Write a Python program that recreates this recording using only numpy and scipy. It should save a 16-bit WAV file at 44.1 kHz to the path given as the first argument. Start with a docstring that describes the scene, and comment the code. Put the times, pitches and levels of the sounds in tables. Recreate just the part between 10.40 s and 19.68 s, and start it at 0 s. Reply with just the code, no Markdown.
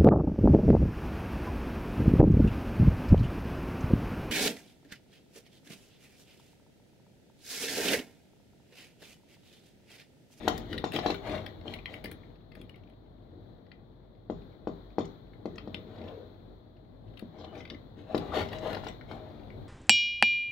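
"""Dull ratchet knocks, ticks and rubbing: a hollow plastic toy robot turned over in two hands.
Joint detents thud the shell and snap its thin panels; loose parts click and rattle; fingers and stiff
joints stick and slip. The toy is a little to the left, above a desk in a small room. Behind it lie a
low rumble and a faint high hiss that the recorder's noise suppressor lowers in the pauses."""
import sys
import numpy as np
from scipy import signal
from scipy.fft import rfft, irfft, next_fast_len
from scipy.io import wavfile
from scipy.ndimage import uniform_filter1d

SR = 44100
rng = np.random.default_rng(int(sys.argv[2]) if len(sys.argv) > 2 else 0)


def generate_wav(signal):
    """Clip the signal to [-1, 1] and save it as 16-bit WAV at the path in sys.argv[1]."""
    frames = np.transpose(np.atleast_2d(signal))
    scaled = np.clip(frames, -1, 1) * 32767
    pcm = np.round(scaled).astype(np.int16)
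    wavfile.write(sys.argv[1], SR, pcm)


N = 409248
PLASTIC_TOP_HZ = 7000  # low-pass on thuds and teeth


def knocks(contact_hz=1100, thud_db=-5.0, snap_lag_s=0.001238, rebound_s=0.012, rebound_db=3.5):
    """A detent drops into its notch, or once, at 6.82 s, a fingertip bumps the shell: the body thuds, panels
    snap, the pawl rebounds, teeth grate."""
    # (time [s], level [dB], hardness as spectral tilt [dB/octave], snap [dB rel], grating [dB rel])
    steps = [(0.078, -7.5, 15, -8.5, -43), (0.4406, -13.5, 10, -8, -34.5), (0.5619, -24.5, 18, -5, -50),
             (0.5883, -18, 13, -3, -40), (0.6606, -10.5, 8, -6.5, -39), (0.7011, -14.5, 3, -3.5, -38),
             (1.2571, -31.5, 4, -26, -48), (1.645, -29, -11, 0, -46), (3.899, -18.5, -9, -21.5, -48),
             (4.272, -17, -4, -22.5, -49), (4.5833, -11.5, -1.5, -21, -42), (5.056, -20.5, -12, -14.5, -56),
             (5.275, -26, -17, -18, -55), (5.346, -35, -25, -18, -53), (6.8247, -30, -36, -26, -56),
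             (7.746, -11, -3, -12.5, -47), (8.013, -23.5, 17, -4, -45), (8.369, -23, 13, -10, -45),
             (8.436, -30.5, 16, -11, -42), (8.4671, -24, 14, -4.5, -45), (8.7132, -26.5, 14, -10.5, -56)]
    # hollow body: (frequency [Hz], level [dB], t60 [s])
    body_modes = [(209.6, -8, 0.029), (308, -13.5, 0.07), (370, 9.5, 0.01), (458, -16, 0.064),
                  (747, -2.5, 0.015), (866, -17.5, 0.045), (980, -19.5, 0.025), (1290, -27.5, .04),
                  (1410, -21, 0.025)]
    out, t = np.zeros(N), np.arange(SR // 10) / SR
    for s, db, hardness, snap_db, grate_db in steps:
        body = sum(from_db(mode_db + hardness * np.log2(hz / contact_hz)) * ring(t, hz, t60)
                   for hz, mode_db, t60 in body_modes)
        dull_hz = contact_hz * 2 ** (min(hardness, 0) / 41)  # a soft contact lasts longer
        thud = -peak_one(butter(butter(body, dull_hz, "low", order=3), 67, "high"))
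        add(out, s, from_db(db + thud_db) * butter(thud, PLASTIC_TOP_HZ, "low", order=4))
        panels = snap(4100, edge_db=-24.0, note_db=-6.0, focus_db=-6.0)
        add(out, s + snap_lag_s, from_db(db + snap_db) * panels)
        add(out, s + rebound_s, from_db(db + grate_db + rebound_db) * pawl())
        add(out, s, from_db(db + grate_db) * teeth())
    return out


def snap(pitch_hz, edge_db, note_db, focus_db=2.0, focus_octaves=0.58, chatter_s=0.0051):
    """An edge chatters on a panel; the small part rings at its pitch and weights nearby panel modes."""
    # thin panels: (frequency [Hz], level [dB], t60 [s])
    panel_modes = [(1240, 8.5, 0.022), (1919, 14.5, 0.033), (2110, -2.5, 0.028), (2644, -2, 0.031),
                   (2686, -16.5, 0.0098), (3227, 9, 0.038), (3200, 2.5, 0.026), (3754, 5.5, 0.022),
                   (4304, 9.5, 0.00922), (5500, 9.5, 0.0053), (5730, 0.5, 0.027), (7300, 8, 0.006)]
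    t = np.arange(SR // 16) / SR
    contacts = grit(len(t), per_s=3500) * np.exp(-(t / chatter_s) ** 2)
    contacts[0] = 1.8  # first blow
    hz, level_db, t60 = np.transpose(panel_modes)[:, :, None]
    near = np.exp(-(np.log2(hz / pitch_hz) / focus_octaves) ** 2)
    detune, strength, sign = rng.standard_normal((3, len(panel_modes), 1))
    gripped = ring(t, hz * (1 + detune / 18), np.minimum(t60, .012))  # the grip detunes and damps
    modes = np.sign(sign) * from_db(level_db + focus_db * near + 3.0 * strength) * gripped
    ringing = rms_one(signal.fftconvolve(contacts, modes.sum(axis=0))[:len(t)])
    unpitched = rms_one(butter(butter(contacts, 1769, "high"), 4000, "low"))
    panel = butter(ringing + from_db(-0.5) * unpitched, 1100, "high")
    panel = butter(panel, 8240, "low", order=6)
    panel = butter(panel, max(4300, 1.3 * pitch_hz), "low", order=6)  # the smallest parts are brighter
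    note = butter(contacts, pitch_hz * np.array([0.87, 1.13]), "band")
    click = rms_one(rms_one(panel) + from_db(note_db) * rms_one(note))
    edge = butter(rng.standard_normal(len(t)) * decay(t, t60_s=0.012), 8800, "high", order=4)
    return 0.034 * (click + from_db(edge_db + 3.5) * rms_one(edge))


def pawl(pitch_hz=6750, chatter_s=0.00074):
    """The small stiff pawl falls back and chatters on one high note."""
    t = np.arange(SR // 20) / SR
    chatter = rng.standard_normal(len(t)) * np.exp(-t / chatter_s)
    return peak_one(butter(chatter, pitch_hz * np.array([0.93, 1.07]), "band"))


def teeth(t60_s=0.24, attack_s=0.007):
    """Ratchet teeth grate as they settle: dense grit on their resonances."""
    # (frequency [Hz], level [dB], t60 [s])
    tooth_modes = [(2500, 2.5, 0.0037), (3560, 1.5, .012), (4146, 0, .005), (5500, -9, .003),
                   (6750, -6.5, .009)]
    t = np.arange(SR // 5) / SR
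    response = sum(from_db(db) * ring(t, hz, ring_s) for hz, db, ring_s in tooth_modes)
    grating = signal.fftconvolve(grit(len(t), per_s=3000), response)[:len(t)]
    grating = butter(butter(grating, 1800, "high"), PLASTIC_TOP_HZ, "low", order=10)
    return rms_one(grating) * decay(t, t60_s) * (1 - np.exp(-t / attack_s))


def ticks(gain_db=8.0):
    """Loose panels and pegs click against each other."""
    # (time [s], level [dB], part's pitch [Hz], sharp edge [dB rel], part's ring [dB rel])
    clicks = [(0.0813, -20.5, 6060, -16, -10), (0.178, -35, 6230, -7, -4), (0.329, -28, 1380, -23.5, -1.5),
              (0.379, -27, 3460, -21, -3), (0.52, -34, 2360, -12, -5), (0.537, -43, 3140, -4, -9),
              (0.5618, -21.5, 2630, -22, 3), (0.632, -38, 1950, -28, 4), (0.744, -30, 1370, -21, -6),
              (0.895, -36, 1970, -22, -3), (0.951, -33.5, 2400, -23, -16), (1.063, -31.5, 2520, -22, -3),
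              (0.978, -38, 3300, -30, -6), (1.212, -51.5, 3550, -25, -15), (1.278, -35, 3270, -40, 3),
              (1.338, -30.5, 2180, -18, -23), (1.387, -40.5, 2300, -28, 5), (1.4575, -26.5, 1900, -29, -6),
              (1.54, -33.5, 2250, -19, -5), (1.6414, -35, 2210, -6.5, -13), (1.656, -32.5, 1860, -16, 3),
              (1.714, -39, 2120, -4, -11), (1.834, -52, 2040, -40, -4), (1.956, -57.5, 2140, -40, -5),
              (2.118, -47.5, 1850, -23, -17), (2.152, -43, 1840, -16, -14),
              (2.214, -45.5, 3200, -10.5, -18), (2.294, -44, 3000, -16, -1), (2.343, -48, 1990, -42, 9),
              (2.358, -52, 2330, -14, -9), (2.436, -57, 2290, -40, 1), (2.474, -59, 2250, -41, 6),
              (2.498, -57.5, 2350, -16, 2), (3.316, -43, 2210, -34, -5.5), (4.607, -43, 3700, -35, -1),
              (4.645, -49, 2200, -40, -2), (4.653, -48, 6630, -30, -4), (4.934, -51.5, 2700, -41.5, -13),
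              (5.157, -49, 5630, -24, -7), (5.181, -33.5, 2400, -33, 0), (5.3442, -28, 3330, -30.5, 0.5),
              (5.56, -52, 2600, -35, -12), (5.615, -46.5, 3000, -35, -8), (5.681, -44, 3460, -40, 1),
              (5.74, -56, 2400, -35, -6), (6.679, -60, 2960, -39, 3), (6.772, -43, 2510, -22, -8),
              (6.793, -43.5, 2250, -8, -5), (7.045, -42, 3630, -52, 10), (7.153, -43, 2020, -37, 1),
              (7.204, -42, 2120, -40, -9), (7.252, -40.5, 2107, -32, 1), (7.275, -48, 2700, -35, 1),
              (7.3, -32.5, 3770, -33, -21), (7.345, -43, 2110, -35, -11), (7.778, -33.5, 3750, -13.5, 1),
              (8.0863, -40.5, 6200, -27, -12), (8.13, -33, 3120, -20, -4), (8.185, -42, 6300, -28, -9),
              (8.33, -33, 2600, -19, -1), (8.348, -31, 3900, -26, -10), (8.443, -43.5, 7300, -30, -12),
              (8.484, -35, 7400, -28, -17), (8.611, -40.5, 1640, -35, 3), (9.103, -43.5, 2090, -38, 10)]
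    out = np.zeros(N)
    for s, db, pitch_hz, edge_db, note_db in clicks:
        add(out, s, from_db(db + gain_db) * snap(pitch_hz, edge_db, note_db))
    return out


def squeaks(slips_per_s=1800, spread_db=2.0):
    """Stick-slip on a gliding resonance: low and broad under a fingertip, high and narrow in a joint."""
    # (start [s], length [s], first pitch [Hz], last pitch [Hz], bandwidth [share of pitch], level [dB])
    glides = [(0.586, 0.022, 4110, 4030, .04, -50), (0.604, 0.049, 2980, 2880, .1, -56),
              (0.637, 0.024, 630, 700, 0.24, -41), (0.662, 0.064, 3940, 3900, 0.063, -44.5),
              (4.606, 0.03, 3530, 3570, 0.11, -64), (5.551, 0.34, 457, 493, 0.29, -55),
              (6.974, 0.095, 3780, 3770, 0.25, -64), (6.978, 0.034, 5160, 5130, 0.16, -71),
              (6.979, 0.09, 6900, 6800, 0.045, -86), (7.047, 0.24, 2980, 3080, 0.059, -69.5),
              (7.17, 0.049, 5500, 5500, 0.19, -70), (7.693, 0.04, 650, 630, 0.24, -47),
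              (7.913, 0.073, 980, 1560, 0.55, -43), (7.952, 0.077, 850, 690, 0.38, -39.5),
              (7.975, 0.058, 1520, 1200, 0.67, -47), (8.222, 0.06, 620, 720, 0.77, -42),
              (8.265, 0.076, 1120, 1530, 1, -53), (8.701, 0.12, 720, 670, 0.3, -56)]
    out = np.zeros(N)
    for s, length_s, first_hz, last_hz, width, db in glides:
        size = int(length_s * SR)
        chance, strength = rng.random(SR // 2)[:size], rng.standard_normal(SR // 2)[:size]
        releases = (chance < slips_per_s / SR) * from_db(-spread_db * strength)
        carrier = np.exp(2j * np.pi * np.cumsum(np.linspace(first_hz, last_hz, size)) / SR)
        baseband = butter((releases - releases.mean()) / carrier, width * first_hz / 2, "low")
        tone = np.real(carrier * baseband)
        add(out, s, from_db(db) * rms_one(tone) * signal.windows.tukey(size, .4))
    return out


def hand_moves(attack_power=5.1, release_power=2.47):
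    """Thrum, skin and scrape envelopes: each move swells, holds and eases off over the resting grip."""
    # (start [s], length [s], thrum [dB], skin [dB rel], scrape [dB rel])
    strokes = [(0, 0.2, -39, -5, -16), (0.292, 0.084, -38, -13, -19.5), (0.533, 0.04, -30.5, -4.5, -11.5),
               (0.63, 0.097, -45.5, 3, -4.5), (0.851, 0.13, -39, 5, -13), (1.025, 0.28, -53.5, -19, -26.5),
               (1.261, 0.092, -44, -1, -14.5), (1.488, 0.096, -50.5, 2, -11.5),
               (1.63, 0.099, -48, -23, -22.5), (1.766, 0.18, -60, -10, -19),
               (2.153, 0.072, -49.5, -12, -22.5), (2.927, 0.094, -52.5, -29, -56),
               (3.952, 0.38, -60, -12, -35), (5.064, 0.8, -50, -12, -40), (5.5, 0.25, -50, 0.5, -20.5),
               (6.94, 0.18, -50, 1.5, -25), (7.133, 0.092, -43.5, -4, -22),
               (7.292, 0.049, -45, -14.5, -25.5), (7.571, 0.065, -49, -3, -21.5),
               (7.703, 0.26, -44.5, 2, -17.5), (7.937, 0.087, -35, 3.5, -8), (8.112, 0.062, -46, 6, -8),
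               (8.225, 0.14, -43, 7.5, -9.5), (8.434, 0.066, -46.5, -2, -10),
               (8.687, 0.089, -48.5, 4.5, -12.5), (8.758, 0.32, -52, 0.5, -23),
               (9.045, 0.27, -57.5, -8, -22.5)]
    t = np.arange(0, N + 100, 100) / SR
    power = from_db([-63.5, -68.5, -100])[:, None] ** 2  # resting grip
    for start_s, length_s, db, skin_db, scrape_db in strokes:
        place = 2 * (t - start_s) / length_s - 1  # -1 to 1 over the move
        speed = 1 / (1 + np.abs(place) ** np.where(place < 0, attack_power, release_power))
        power = power + np.outer(from_db([db, db + skin_db, db + scrape_db]), speed) ** 2
    return in_time(np.column_stack([t, *np.sqrt(power)]))


def rubbing(shake, slide, grind, thrum_db=-5.5, skin_db=-8.0):
    """Shifting fingers shake the hollow shell and slide on it while stiff joints scrape round."""
    # shell, skin and joint spectra: (frequency [Hz], level [dB])
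    thrum_spectrum = [(30, -20), (80, 6.5), (120, 0.5), (155, -3), (200, 1), (300, 2.5), (480, -1.5),
                      (620, -11.5), (1000, -28.5), (3000, -87.5)]
    skin_spectrum = [(250, -23), (450, -5), (620, 2), (820, -3), (1050, -9.5), (1500, -14.5), (2200, -22.5),
                     (8000, -58.5)]
    scrape_spectrum = [(500, -17.5), (1000, -16), (1500, -6), (2000, 2.5), (2500, -4), (3100, 0), (3900, 0),
                       (5200, -15), (6800, -17.5), (8500, -26), (15000, -24)]
    thrum = coloured(slips(per_s=1500, spread_db=3.0, clump_db=2.0), thrum_spectrum)
    skin = coloured(slips(per_s=4000, spread_db=2.5, clump_db=3.2), skin_spectrum)
    scrape = coloured(slips(per_s=5000, spread_db=2.2, clump_db=1.3), scrape_spectrum)
    return shake * from_db(thrum_db) * thrum + slide * from_db(skin_db) * skin + grind * scrape


def slips(per_s, spread_db, clump_db):
    """Friction: tiny stick-slip releases of uneven size, in clumps."""
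    sizes = from_db(spread_db * np.minimum(rng.exponential(1, N), 4)) * rng.choice([-1, 1], N)
    return sizes * (rng.random(N) < per_s / SR) * from_db(clump_db * drift(per_s=70))


def rattle(grind, count=110, gain_db=-45, spread_db=3, pitch_hz=2300, spread_octaves=0.23):
    """Loose parts tick faintly at random, louder the harder the joints are worked."""
    out, effort = np.zeros(N), rms_one(grind) ** 0.36
    for at, (size, pitch) in zip(rng.integers(0, N, count), rng.standard_normal((count, 2))):
        tick = snap(pitch_hz * 2 ** (spread_octaves * pitch), edge_db=-35.5, note_db=-5.5)
        add(out, at / SR, effort[at] * from_db(gain_db + spread_db * size) * tick)
    return out


def hand_scatter(x, hold_s=.12, delay_s=0.00061, decay_s=0.0028, low_hz=1325):
    """Short waves bounce off the moving hands, so their colour keeps changing."""
    out, t, hop = np.zeros((2, N)), np.arange(SR // 60) / SR, int(hold_s * SR)
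    padded, fade = np.pad(x, (hop, 2 * hop)), signal.windows.cosine(2 * hop)
    envelope = (t > delay_s) * np.exp(-t / decay_s)
    for start in range(-hop, N, hop):
        piece = (padded[start + hop:start + 3 * hop] * fade)[max(-start, 0):]
        for side in out:
            bounces = butter(rng.standard_normal(len(t)) * envelope, low_hz, "high")
            add(side, start / SR, signal.fftconvolve(piece, bounces / np.linalg.norm(bounces)))
    return out


def room(x, echo_top_hz=1300, right_top_hz=6500, build_up_s=.006):
    """Direct sound, dull echoes from desk and walls, standing waves and a diffuse tail."""
    # nearby surfaces: (delay [s], gain [ratio])
    echoes = [(.0045, 0.15), (.00605, 0.29), (.0094, 0.3), (0.0133, 0.36), (0.0222, 0.14), (0.024, 0.089)]
    # standing waves: (frequency [Hz], level [dB], t60 [s])
    room_modes = [(197.3, -60, 0.47), (232.6, -53, 0.37), (304.4, -54, 0.36), (349.3, -47.5, 0.19),
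                  (395, -53.5, 0.47), (464, -52.5, 0.078), (487.5, -57.5, 0.22), (630.4, -49.5, .2),
                  (766, -44.5, 0.084)]
    # tail decay: (frequency [Hz], t60 [s])
    tail_t60_s = [(100, .5), (400, .36), (1000, .28), (4000, .21), (8000, .13), (16000, .1)]
    # tail spectrum: (frequency [Hz], level [dB])
    tail_db = [(60, 13), (160, 10), (300, 6.5), (700, 5), (1500, 5.5), (2500, 1.5), (4000, 2.5), (6000, 2),
               (9000, 0.5), (16000, -2)]
    t = np.arange(SR * 3 // 5) / SR
    early = sum(gain * np.sinc((t - delay_s) * SR) for delay_s, gain in echoes)
    standing = sum(from_db(db) * ring(t, hz, t60) for hz, db, t60 in room_modes)
    left = signal.unit_impulse(len(t)) + butter(early, echo_top_hz, "low", order=3) + standing
    right = butter(left, right_top_hz, "low", order=1)  # the far microphone is shaded
    response = np.array([left, right])
    noise = diffuse_noise(len(t))
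    build_up = 1 - np.exp(-(t / build_up_s) ** 2)
    edges_hz = np.geomspace(40, 20000, 13)
    for low, high in zip(edges_hz, edges_hz[1:]):
        hz = np.sqrt(low * high)
        fade = build_up * decay(t, at_hz(tail_t60_s, hz))
        band = butter(noise, [low, high], "band")
        response += from_db(at_hz(tail_db, hz)) * band * fade / np.linalg.norm(fade)
    return signal.fftconvolve(x[None], response, axes=1)[:, :N]


def diffuse_noise(samples):
    """A diffuse field at two microphones: alike in the bass only."""
    # (frequency [Hz], left-right correlation [-1..1])
    likeness = [(60, 1), (130, 0.52), (300, 0.65), (640, -0.11), (1400, -0.5), (16000, 0)]
    size = next_fast_len(samples)
    mid, side = rfft(rng.standard_normal((2, samples)), size)
    alike = np.clip(at_hz(likeness, np.fft.rfftfreq(size, 1 / SR)), -1, 1)
    both = np.sqrt((1 + alike) / 2) * mid + np.sqrt((1 - alike) / 2) * side * [[1], [-1]]
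    return irfft(both, size)[:, :samples]


def rumble(gain_db=0.5, waver_db=1.4, hum_db=-62.0, hum_hz=48.4):
    """Low room noise that swells and sinks, with a wavering hum in it."""
    # (time [s], level [dB])
    swell = [(0, -50.5), (1, -48.5), (1.7, -52), (2.2, -55), (3, -54), (3.55, -56.5), (4.1, -52.5),
             (5.2, -53), (6, -55), (6.7, -53), (7.3, -54), (8.2, -46), (8.8, -49.5), (9.28, -49)]
    # (frequency [Hz], level [dB])
    spectrum = [(20, -16), (35, -19.5), (48, 6), (66, -13.5), (105, 3), (160, -5), (230, -6), (300, -9),
                (450, -13), (650, -14.5), (1000, -27), (1600, -45), (2700, -46), (6000, -60.5)]
    level_db = in_time(swell)[0] + gain_db + waver_db * drift(per_s=10.0)
    noise = coloured(diffuse_noise(N), spectrum)
    hum_gain = from_db(hum_db + 0.5 * drift(per_s=7.2))
    hum_phase = 2 * np.pi * hum_hz * np.arange(N) / SR + 1.1 * drift(per_s=3.8)
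    return from_db(level_db) * noise + hum_gain * rms_one(np.sin(hum_phase))


def hiss(sound, hiss_db=-62.5, reference_db=-46, slope=1.12, settle_s=0.13, open_db=8.5):
    """A noise suppressor passes more high hiss while the sound is loud and shuts slowly in pauses."""
    # (frequency [Hz], level [dB])
    spectrum = [(1000, 6.5), (2000, -1.5), (2700, -15.5), (3400, 2), (4200, 2.5), (5000, -18.5),
                (6500, -22), (9500, -44.5), (12500, -19), (15500, -18)]
    level_db = 10 * np.log10(uniform_filter1d(np.mean(sound ** 2, axis=0), SR // 30) + 1e-12)
    wanted_db = np.minimum(slope * (level_db - reference_db), open_db)
    pole = np.exp(-1 / (settle_s * SR))
    gain_db = signal.lfilter([1 - pole], [1, -pole], wanted_db, zi=wanted_db[:1])[0]
    return from_db(hiss_db + gain_db) * coloured(rng.standard_normal((2, N)), spectrum)


def from_db(db):
    return 10 ** (np.asarray(db) / 20)


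def rms_one(x):
    return x / np.sqrt(np.mean(x ** 2) + 1e-20)


def peak_one(x):
    return x / np.abs(x).max()


def in_time(rows):
    """Each column of a curve at every sample."""
    s, *columns = np.transpose(rows)
    return [np.interp(np.arange(N) / SR, s, c) for c in columns]


def at_hz(points, hz):
    """Read a curve on a log-frequency axis."""
    f, value = np.transpose(points)
    return np.interp(np.log(np.maximum(hz, 1)), np.log(f), value)


def butter(x, hz, kind, order=2):
    sos = signal.butter(order, np.clip(hz, 10, .48 * SR), kind, fs=SR, output="sos")
    return signal.sosfilt(sos, x + 1e-18)


def coloured(x, spectrum):
    """Give a steady signal a spectrum; rms 1."""
    size = next_fast_len(N)
    gain = from_db(at_hz(spectrum, np.fft.rfftfreq(size, 1 / SR)))
    return rms_one(irfft(rfft(x, size) * gain, size)[..., :N])


def drift(per_s):
    """Random wander with a spread near 1."""
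    return np.interp(np.arange(N) / SR * per_s, np.arange(4000), rng.standard_normal(4000))


def grit(samples, per_s):
    """Impulses of random size at random times."""
    return rng.standard_normal(samples) * (rng.random(samples) < per_s / SR)


def decay(t, t60_s):
    return from_db(-60 * t / t60_s)


def ring(t, hz, t60_s):
    """One mode, struck at t = 0."""
    return np.cos(2 * np.pi * hz * t) * decay(t, t60_s)


def add(track, s, sound):
    """Mix a sound into a track at a time."""
    start = max(round(s * SR), 0)
    track[start:start + len(sound)] += sound[:N - start]


def scene():
    """The toy in its room."""
    shake, slide, grind = hand_moves()
    toy = knocks() + ticks() + squeaks() + rubbing(shake, slide, grind) + rattle(grind)
    return room(toy) + hand_scatter(toy) + rumble()


def record(dry, cutoff_hz=16000):
    """The recorder adds hiss; the left microphone hears the midrange louder; the top is cut."""
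    # (frequency [Hz], left minus right [dB])
    balance = [(60, 0), (200, 4), (700, 8), (1300, 7.5), (2400, 8.5), (4400, 6), (7000, 0), (9000, 4.5),
               (15000, -3)]
    size = next_fast_len(N + SR // 10)
    lean_db = at_hz(balance, np.fft.rfftfreq(size, 1 / SR)) / 2
    leaning = irfft(rfft(dry + hiss(dry), size) * from_db([lean_db, -lean_db]), size)[:, :N]
    return signal.sosfilt(signal.ellip(10, .1, 70, cutoff_hz, fs=SR, output="sos"), leaning)


dry = scene()
out = record(dry)
generate_wav(out)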